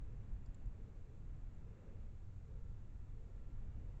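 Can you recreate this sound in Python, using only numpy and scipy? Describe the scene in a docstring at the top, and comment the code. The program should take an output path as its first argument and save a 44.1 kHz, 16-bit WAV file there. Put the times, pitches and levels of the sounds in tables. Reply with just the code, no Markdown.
"""A quiet summer yard, heard from a small camera beside a wooden feeder where a squirrel nibbles.
It opens on a bed of low air rumble and steady hiss; a far, blurred hoot, perhaps a dog, comes
about once a second. In the first second the squirrel's teeth crack a seed shell in four tiny double
clicks, over three soft low thumps. Two fainter bites follow around 1.5 s.
Through the second half a thin whine fades in and out behind the hoots."""
import sys
import numpy as np
from scipy import signal
from scipy.fft import rfft, irfft, next_fast_len
from scipy.io import wavfile
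from scipy.ndimage import map_coordinates

SR = 44100
rng = np.random.default_rng(int(sys.argv[2]) if len(sys.argv) > 2 else 0)


def unload_audio(sound):
    """Save the sound as a 16-bit wav file, at the path given as the first command line argument."""
    columns = np.transpose(np.atleast_2d(sound))
    # keep every value between -1 and 1, then stretch to whole-number steps
    steps = np.round(np.clip(columns, -1, 1) * 32767)
    wavfile.write(sys.argv[1], SR, steps.astype(np.int16))


N = 176400

# fader ride of the air rumble: t/s, level/dB
RUMBLE_LEVEL = [(0, -45), (.4, -50), (.8, -52), (1.12, -52.5), (1.32, -47.5), (1.55, -51.5), (1.68, -49),
                (1.84, -55), (1.95, -47.5), (2.25, -48.5), (2.65, -48), (2.85, -48.5), (3.3, -48),
                (3.68, -48), (3.82, -45.5), (4, -47.5)]
# colour of the air rumble: f/Hz, level/dB
RUMBLE_EQ = [(10, 1), (25, 4.5), (45, 0.5), (65, -5.5), (90, -4), (125, -8.5), (160, -19.5), (250, -40),
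             (500, -68), (1000, -120)]
# fader ride of the distant outdoor wash: t/s, level/dB
WASH_LEVEL = [(0, -62.5), (1.4, -63), (2.2, -63), (3.0, -63), (4, -64)]
# colour of the wash: f/Hz, level/dB
WASH_EQ = [(40, -13), (120, 1), (200, -1.5), (270, -7.5), (370, -12), (600, -18.5), (1000, -23),
           (1800, -28), (2750, -33), (3150, -40.5), (5000, -71), (9000, -92.5)]
# colour of the microphone's own hiss: f/Hz, level/dB
HISS_EQ = [(500, 4.5), (3150, -6), (3400, -2), (4200, -4.5), (5100, -8), (6200, -5.5), (7150, -3),
           (7700, -5.5), (8400, -16), (9000, -28)]
# fader ride of the thin whine: t/s, level/dB
WHINE_LEVEL = [(0, -105.5), (1.6, -94), (2.0, -91.5), (2.45, -101), (2.67, -86.5), (2.95, -99.5),
               (3.2, -96), (3.48, -84), (3.75, -100), (4, -92.5)]
# soft low thumps: centre t/s, level/dB, f/Hz
THUMPS = [(0.34, -36, 44.1), (0.492, -37.5, 26.25), (0.675, -38.5, 40.1)]
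# hoot cues: start t/s, hold t/s, level/dB, relative level of the higher pitch/dB
HOOTS = [(.02, 0.08, -73, -9.5), (0.72, 0.39, -72.5, -12), (1.617, 0.28, -72.5, -2.5),
         (2.411, 0.12, -72, -5.5), (3.13, 0.14, -72.5, -4), (3.73, 0.13, -76.5, -1.5)]
# colour of a hoot at its starting pitch: f/Hz, level/dB
HOOT_LOWER_EQ = [(250, -22), (340, -10.5), (410, -2), (450, 3), (485, -5), (590, -22), (800, -35),
                 (1200, -73)]
# colour of a hoot at its higher pitch: f/Hz, level/dB
HOOT_UPPER_EQ = [(400, -24), (490, -4), (530, 1.5), (570, -6), (650, -15), (1200, -56)]
# bite cues: t/s, gain/dB, trim of the snap and the low shell modes/dB, pitch ratio of those modes
BITES = [(.3326, -82, -10, 1), (0.46, -74.5, 3.5, 1.09), (0.5454, -68.5, -4.5, 0.87),
         (.6572, -78.5, -6, .9), (1.3626, -84, -8, 1), (1.5472, -82, -5, 1)]
# the two cracks within a bite: delay t/s, gain/dB
CRACKS = [(0, 3), (.0035, 1)]
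# ringing modes of the seed shell: f/Hz, level/dB, t60/s
SHELL_MODES = [(4270, -2.5, 0.009), (4650, -2, 0.007), (5150, -4, 0.0073), (7140, 2, 0.013),
               (7600, -4.5, 0.013)]


def amp(db):
    """Decibels to gain."""
    return 10 ** (np.asarray(db) / 20)


def unit(x):
    """Scale to rms 1."""
    return x / np.sqrt(np.mean(x ** 2) + 1e-20)


def curve(rows):
    """One value per sample from (s, value) points."""
    return np.interp(np.arange(N) / SR, *np.transpose(rows))


def wobble(rate):
    """A smooth random curve, rate knots a second."""
    return map_coordinates(rng.standard_normal(int(N * rate / SR) + 4), [np.arange(N) * rate / SR])


def noise(spectrum):
    """Noise of rms 1, coloured by (Hz, dB) points on a log axis."""
    m = next_fast_len(N + SR // 2)
    hz, db = np.transpose(spectrum)
    gain = amp(np.interp(np.log(np.fft.rfftfreq(m, 1 / SR) + 1), np.log(hz + 1), db))
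    return unit(irfft(rfft(rng.standard_normal(m)) * gain, m)[:N])


def low_pass(x, top_hz):
    """Remove everything above top_hz."""
    m = next_fast_len(N + SR // 2)
    return irfft(rfft(x, m) * (np.fft.rfftfreq(m, 1 / SR) < top_hz), m)[..., :N]


def air():
    """The bed: an uneven low rumble, the drifting wash of the neighbourhood and microphone hiss."""
    drift_db, hiss_db = 1.27, -83.5
    rumble = amp(curve(RUMBLE_LEVEL)) * noise(RUMBLE_EQ)
    wash = amp(curve(WASH_LEVEL) + drift_db * wobble(3.7)) * noise(WASH_EQ)
    return rumble + wash + amp(hiss_db) * noise(HISS_EQ)


def whine():
    """One faint, slightly unsteady tone that fades in and out."""
    pitch_hz, wander_hz = 1356, 3
    hz = pitch_hz + wander_hz * wobble(20)
    return amp(curve(WHINE_LEVEL)) * unit(np.sin(2 * np.pi * np.cumsum(hz) / SR))


def thumps():
    """Probably air on the microphone: about one slow pressure cycle each, with rumble fluttering on it."""
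    t, out = np.arange(N) / SR, np.zeros(N)
    width_s = 0.022
    flutter = 0.5 * noise(RUMBLE_EQ)
    for centre, db, hz in THUMPS:
        swell = amp(db) * np.exp(-((t - centre) / width_s) ** 2)
        out += swell * (np.sin(2 * np.pi * (hz * t + rng.random())) + flutter)
    return out


def far_hoots():
    """Echoes blur each distant call into a band of noise that swells, lifts in pitch and dies away."""
    attack_s, lift_delay_s, tail_t60_s = 0.055, 0.054, 0.98
    t, lower, upper = np.arange(N) / SR, np.zeros(N), np.zeros(N)
    for start, hold, db, upper_db in HOOTS:
        age = t - start
        fade = amp(db - 60 * np.maximum(age - hold, 0) / tail_t60_s)
        lower += fade * np.clip(age / attack_s, 0, 1)
        upper += fade * amp(upper_db) * np.clip((age - lift_delay_s) / (hold / 2), 0, 1)
    return lower * noise(HOOT_LOWER_EQ) + upper * noise(HOOT_UPPER_EQ)


def shell_crack(modes, snap_trim_db):
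    """One crack in three layers: a dry snap, the shell's ring and a short crunch exciting that ring."""
    attack_s, snap_t60_s, crunch_t60_s = 0.00039, 0.0072, 0.02
    snap_db, crunch_db = -9, -9.5
    t = np.arange(SR // 20) / SR
    attack = 1 - np.exp(-t / attack_s)
    ring = attack * sum(amp(db - 60 * t / t60) * np.sin(2 * np.pi * (hz * t + rng.random()))
                        for hz, db, t60 in modes)
    grit = amp(-60 * t / crunch_t60_s) * rng.standard_normal(len(t))
    crunch = signal.fftconvolve(grit / np.linalg.norm(grit), ring)[:len(t)]
    snap = attack * amp(snap_db + snap_trim_db - 60 * t / snap_t60_s) * rng.standard_normal(len(t))
    return snap + ring + amp(crunch_db) * crunch


def squirrel():
    """Each bite cracks the seed shell twice; its low modes shift with the place where the teeth grip."""
    split_hz = 6000  # modes above this keep their pitch
    out = np.zeros(N + SR)
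    for start, bite_db, trim_db, pitch in BITES:
        modes = [(hz * pitch, db + trim_db, t60) if hz < split_hz else (hz, db, t60)
                 for hz, db, t60 in SHELL_MODES]
        for delay, crack_db in CRACKS:
            crack = amp(bite_db + crack_db) * shell_crack(modes, trim_db)
            out[round((start + delay) * SR):][:len(crack)] += crack
    return out[:N]


def scene():
    """The mono mix: everything meets at one microphone."""
    return (air() + thumps() + squirrel() + far_hoots() + whine())[None]


def record(dry):
    """The camera cuts the yard's top end; only a trace of even electronic hiss reaches higher."""
    yard = low_pass(dry, top_hz=8764)
    electronic_hiss = amp(-100) * rng.standard_normal(N)
    return low_pass(yard + electronic_hiss, top_hz=15800)


dry = scene()
out = record(dry)
unload_audio(out)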